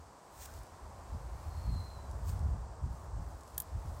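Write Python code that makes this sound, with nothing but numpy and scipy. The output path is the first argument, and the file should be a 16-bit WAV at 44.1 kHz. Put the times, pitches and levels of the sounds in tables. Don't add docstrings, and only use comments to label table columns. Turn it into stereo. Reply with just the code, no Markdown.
import sys
import numpy as np
from scipy import signal
from scipy.fft import rfft, irfft
from scipy.io import wavfile
from scipy.ndimage import uniform_filter1d

SR = 44100
rng = np.random.default_rng(int(sys.argv[2]) if len(sys.argv) > 2 else 0)


def wrap_up_sound(samples):
    columns = np.atleast_2d(samples).T
    tamed = np.clip(columns, -1, 1)
    steps = np.round(tamed * 32767).astype(np.int16)
    wavfile.write(sys.argv[1], SR, steps)


N = 176400
T = np.arange(N) / SR
BIN_HZ = np.arange(N // 2 + 1) * SR / N + 1e-6


def from_db(db):
    return 10 ** (np.asarray(db) / 20)


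def rms_one(x):
    return x / np.sqrt(np.mean(x ** 2) + 1e-20)


def in_time(rows):
    times, *columns = np.transpose(rows)
    return [np.interp(T, times, column) for column in columns]


def at_hz(points):
    hz, value = np.transpose(points)
    return np.interp(np.log(BIN_HZ), np.log(hz), value)


def coloured(x, colour):
    low_cut = 1 + (colour[0][0] / BIN_HZ) ** 6
    high_cut = 1 + (BIN_HZ / (2 * colour[-1][0])) ** 6
    gain = from_db(at_hz(colour)) / np.sqrt(low_cut * high_cut)
    return irfft(rfft(x) * rms_one(gain), N)


def panned(db):
    return rms_one(from_db([[db / 2], [-db / 2]]))


def drift(rate_hz):
    return rms_one(irfft(rfft(rng.standard_normal(N)) / (1 + (BIN_HZ / rate_hz) ** 2), N))


def swell(peak, rise, fall):
    return np.exp(-np.maximum((peak - T) / rise, (T - peak) / fall))


def grains(per_s=9000, spread_db=3.5):
    sizes = from_db(spread_db * np.minimum(rng.exponential(1, (2, N)), 5))
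    signs = rng.choice([-1, 1], (2, N))
    slipping = rng.random((2, N)) < per_s / SR
    return rms_one(sizes * signs * slipping)


# time in seconds, relative level in dB.
GUSTS_LEFT = [(0.0, -51.5), (0.24, -77), (0.41, -47.5), (0.72, -62), (0.82, -53), (0.92, -58),
              (0.98, -48.5), (1.16, -56), (1.21, -39.5), (1.33, -38.5), (1.39, -55), (1.48, -39.5),
              (1.53, -48), (1.76, -43.5), (1.8, -31.5), (1.86, -45.5), (2.07, -48.5), (2.16, -31.5),
              (2.3, -48), (2.36, -32), (2.48, -27), (2.77, -62), (2.86, -41), (2.99, -55.5), (3.19, -30.5),
              (3.32, -55), (3.49, -53.5), (3.56, -47), (3.6, -58), (4.0, -55)]
GUSTS_RIGHT = [(0.0, -47.5), (0.21, -76), (0.61, -40), (0.67, -60), (0.73, -47.5), (0.78, -61),
               (0.81, -44.5), (0.99, -46.5), (1.03, -53), (1.15, -31), (1.19, -44), (1.45, -44),
               (1.58, -35.5), (1.63, -39), (1.67, -25), (1.76, -26.5), (1.89, -56.5), (1.96, -40.5),
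               (2.16, -39), (2.27, -30), (2.46, -34), (2.6, -30.5), (2.64, -39), (2.79, -46.5),
               (2.84, -28.5), (2.93, -35.5), (2.99, -44.5), (3.35, -41.5), (3.44, -57), (3.59, -43),
               (3.65, -53), (3.74, -32), (3.78, -29.5), (3.82, -45), (3.86, -32), (4.0, -42.5)]
# frequency in Hz, gain in dB.
WIND_EQ = [(20, -30), (35, -13), (55, 2), (80, -1), (110, -10.5), (160, -20.5), (250, -32.5), (500, -52.5)]


def wind(trim_db=1, steadiness=0.7, flutter_db=1.5):
    eddies = coloured(rng.standard_normal((2, N)), WIND_EQ)
    envelope = np.sqrt(uniform_filter1d(np.abs(signal.hilbert(eddies)) ** 2, size=1500, axis=1))
    evened = eddies / envelope ** steadiness
    gusts_db = np.array(in_time(GUSTS_LEFT) + in_time(GUSTS_RIGHT))
    flutter = from_db(flutter_db * drift(rate_hz=25))
    buffeting = from_db(trim_db + gusts_db) * rms_one(flutter * evened)
    low_cut = signal.butter(2, 25.4, "high", fs=SR, output="sos")
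    return signal.sosfilt(low_cut, buffeting)


# frequency in Hz, gain in dB.
ROAR_EQ = [(100, -4), (250, -6), (450, -4), (700, 0), (1030, 0.54), (1350, -8), (1900, -17), (2600, -29),
           (3500, -42)]
AIR_EQ = [(1300, 5.5), (2000, 1.5), (3200, -6), (4200, -4), (6000, -7)]
HISS_EQ = [(2500, -1), (3800, -4), (4700, 0.5), (6500, 0), (8300, 2.5), (10000, -15.5), (15500, -34)]
# time in seconds, level in dB.
ROAR_RIDE = [(0, -59.5), (.8, -56.5), (1.1, -55.5), (1.8, -55.5), (2.4, -54.5), (2.9, -56.5), (3.25, -55),
             (3.5, -58), (4, -55)]
AIR_RIDE = [(0, -71.5), (.4, -65.5), (.9, -66), (1.3, -65), (1.65, -62.5), (2.1, -69), (2.4, -67.5),
            (2.7, -82), (3.2, -82), (3.6, -64), (4, -71.5)]
# frequency in Hz, left-right likeness from 0 (wide) to 1 (mono).
ROAR_LIKENESS = [(100, 1), (350, 0.85), (700, 0.33), (1200, .15), (2500, 0.022)]


def hush(hiss_db=-65.5, hiss_follows=0.34):
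    alike = at_hz(ROAR_LIKENESS)
    mid, side = rfft(rng.standard_normal((2, N)))
    wide = irfft(np.sqrt(1 + alike) * mid + np.sqrt(1 - alike) * side * [[1], [-1]], N)
    roar_db, = in_time(ROAR_RIDE)
    roar = coloured(wide, ROAR_EQ) * from_db(roar_db)
    air = coloured(rng.standard_normal((2, N)), AIR_EQ) * from_db(in_time(AIR_RIDE)[0])
    hiss_level = from_db(hiss_db + hiss_follows * (roar_db - roar_db.mean()))
    hiss = coloured(rng.standard_normal((2, N)), HISS_EQ) * hiss_level
    return roar + air + hiss


# time in seconds, level in dB.
RUSTLE_RIDE = [(0, -72), (.23, -87), (.36, -63), (.57, -59), (.66, -65.5), (.78, -82), (1.13, -70),
               (1.25, -79), (1.4, -65.5), (1.62, -64.5), (1.83, -63.5), (2.02, -70.5), (2.35, -64),
               (2.64, -71.5), (2.87, -69.5), (2.95, -63), (3.04, -66), (3.14, -74), (3.22, -67),
               (3.55, -66), (3.72, -70.5), (3.88, -63.5), (4, -62)]
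# frequency in Hz, gain in dB.
RUSTLE_EQ = [(1000, 14), (2500, -8), (4500, -1.5), (8000, -1.5), (11000, -4), (15500, -5.5)]


def needle_rustle(flutter_db=1.5, pan_db=10.5):
    level = from_db(in_time(RUSTLE_RIDE)[0] + flutter_db * drift(rate_hz=11))
    return coloured(grains(), RUSTLE_EQ) * level * panned(pan_db)


# peak time in seconds, level in dB, rise and fall in seconds, pan in dB.
TUFT_SWEEPS = [(.426, -46.5, 0.032, 0.027, 1), (.458, -45.5, 0.0055, 0.0038, 0),
               (.54, -61, 0.076, 0.072, -9), (2.292, -49, 0.026, 0.03, 4)]
# frequency in Hz, gain in dB.
SWISH_EQ = [(1000, 4), (2200, -1), (3500, -3), (5500, 2.5), (8300, 5.5), (10300, -5), (13500, 1),
            (15500, 1.5)]


def needle_swishes():
    sweeps = sum(from_db(db) * swell(peak, rise, fall) * panned(pan)
                 for peak, db, rise, fall, pan in TUFT_SWEEPS)
    return sweeps * coloured(grains(per_s=12000, spread_db=-1.5), SWISH_EQ)


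# frequency in Hz, gain in dB.
RUB_EQ = [(900, -16), (1250, -5), (1500, 2), (1800, -13), (2600, -23)]


def glove_rub(level_db=-57):
    return from_db(level_db) * swell(peak=0.495, rise=0.02, fall=0.04) * coloured(grains(), RUB_EQ)


# start in seconds, level before the filter in dB, pan in dB, seconds to fall 60 dB.
TWIG_TICKS = [(.539, -46, 2, .012), (.589, -43, 1, .008), (0.634, -42, 0, .006), (.668, -44, 5, .006),
              (2.113, -44, 0, .006), (2.293, -34, 9, 0.0055), (2.393, -42.5, 31, 0.0074),
              (3.408, -50, 6, 0.033), (3.434, -48.5, 6, .015), (3.477, -47.5, 8, 0.029),
              (3.545, -48, 6, 0.022)]


def twig_ticks(band_hz=(3900, 10200)):
    bursts = sum(from_db(db - 60 * np.abs(T - start) / t60) * (T >= start) * panned(pan)
                 for start, db, pan, t60 in TWIG_TICKS)
    band = signal.butter(2, band_hz, "band", fs=SR, output="sos")
    return signal.sosfilt(band, (bursts + 1e-18) * rng.standard_normal((2, N)))


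# time in seconds, pitch in Hz, relative level in dB.
WHISTLE = [(1.45, 4310, -76), (1.51, 4300, -67), (1.68, 4260, -61), (1.78, 4085, -60.5),
           (1.88, 4150, -61.5), (1.94, 4090, -68), (2.01, 3960, -69.5), (2.12, 3950, -82)]


def bird(trim_db=6, pan_db=1.5, waver_hz=75, echoes=14, smear_s=0.032):
    hz, db = in_time(WHISTLE)
    singing = (T > WHISTLE[0][0]) & (T < WHISTLE[-1][0])
    raspy_hz = hz + waver_hz * drift(rate_hz=110)
    tone = singing * from_db(db) * np.sin(2 * np.pi * np.cumsum(raspy_hz) / SR)
    stereo_lags = rng.random((2, echoes)) ** 2 * smear_s
    smeared = np.array([sum(np.interp(T - lag, T, tone) for lag in lags) for lags in stereo_lags])
    return from_db(trim_db) * panned(pan_db) * smeared / np.sqrt(echoes)


# start in seconds, relative level in dB, pan in dB.
WIRE_KNOCKS = [(3.5796, -19.5, 10), (3.6017, -23, 4), (3.6202, -36, 12)]
# frequency in Hz, relative level in dB, seconds to fall 60 dB.
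WIRE_PARTIALS = [(1700, -23, 0.037), (3290, -24.5, 0.051), (7600, -19, .025), (8400, -14, 0.047),
                 (10200, -1.5, 0.0074), (10450, -28, 0.024), (11800, -17, 0.045), (12380, -18, .02),
                 (13500, -17, .02), (14096, -1, 0.03), (15570, -18, .025)]
# frequency in Hz, gain in dB.
CRACK_EQ = [(1200, -11), (1700, -10), (2300, -22), (3200, -12), (4400, -14), (7500, -5), (10000, -1.5),
            (13200, -3), (14100, 7.5), (15000, -3), (15800, -1.5)]


def wire_knocks(crack_db=-4, crack_t60=0.015, scatter_db=-26, scatter_t60=0.08, ring_db=-6):
    bursts, rings = np.zeros((2, N)), np.zeros((2, N))
    age = np.arange(SR // 5) / SR
    rise_s, ring_spread_db = 0.00046, 1.5
    for start, db, pan in WIRE_KNOCKS:
        gain, onset = from_db(db) * panned(pan), int(start * SR)
        crack = from_db(crack_db) * swell(start, rise_s, crack_t60 / np.log(1000))
        scatter = from_db(scatter_db) * swell(start, rise_s, scatter_t60 / np.log(1000))
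        bursts += gain * (crack + scatter)
        for hz, partial_db, t60 in WIRE_PARTIALS:
            struck_db = ring_db + partial_db + ring_spread_db * rng.standard_normal((2, 1))
            partial = np.sin(2 * np.pi * (hz * age + rng.random((2, 1))))
            rings[:, onset:onset + len(age)] += gain * from_db(struck_db - 60 * age / t60) * partial
    return rings + coloured(bursts * rng.standard_normal((2, N)), CRACK_EQ)


def scene():
    bed = wind() + hush() + needle_rustle()
    return bed + needle_swishes() + glove_rub() + twig_ticks() + bird() + wire_knocks()


def record(dry):
    cutoff_hz = 15850
    hz = np.arange(N + 1) * SR / (2 * N)
    low_pass = 1 / np.sqrt(1 + (hz / cutoff_hz) ** 240)
    return irfft(rfft(dry, 2 * N) * low_pass, 2 * N)[:, :N]


dry = scene()
out = record(dry)
wrap_up_sound(out)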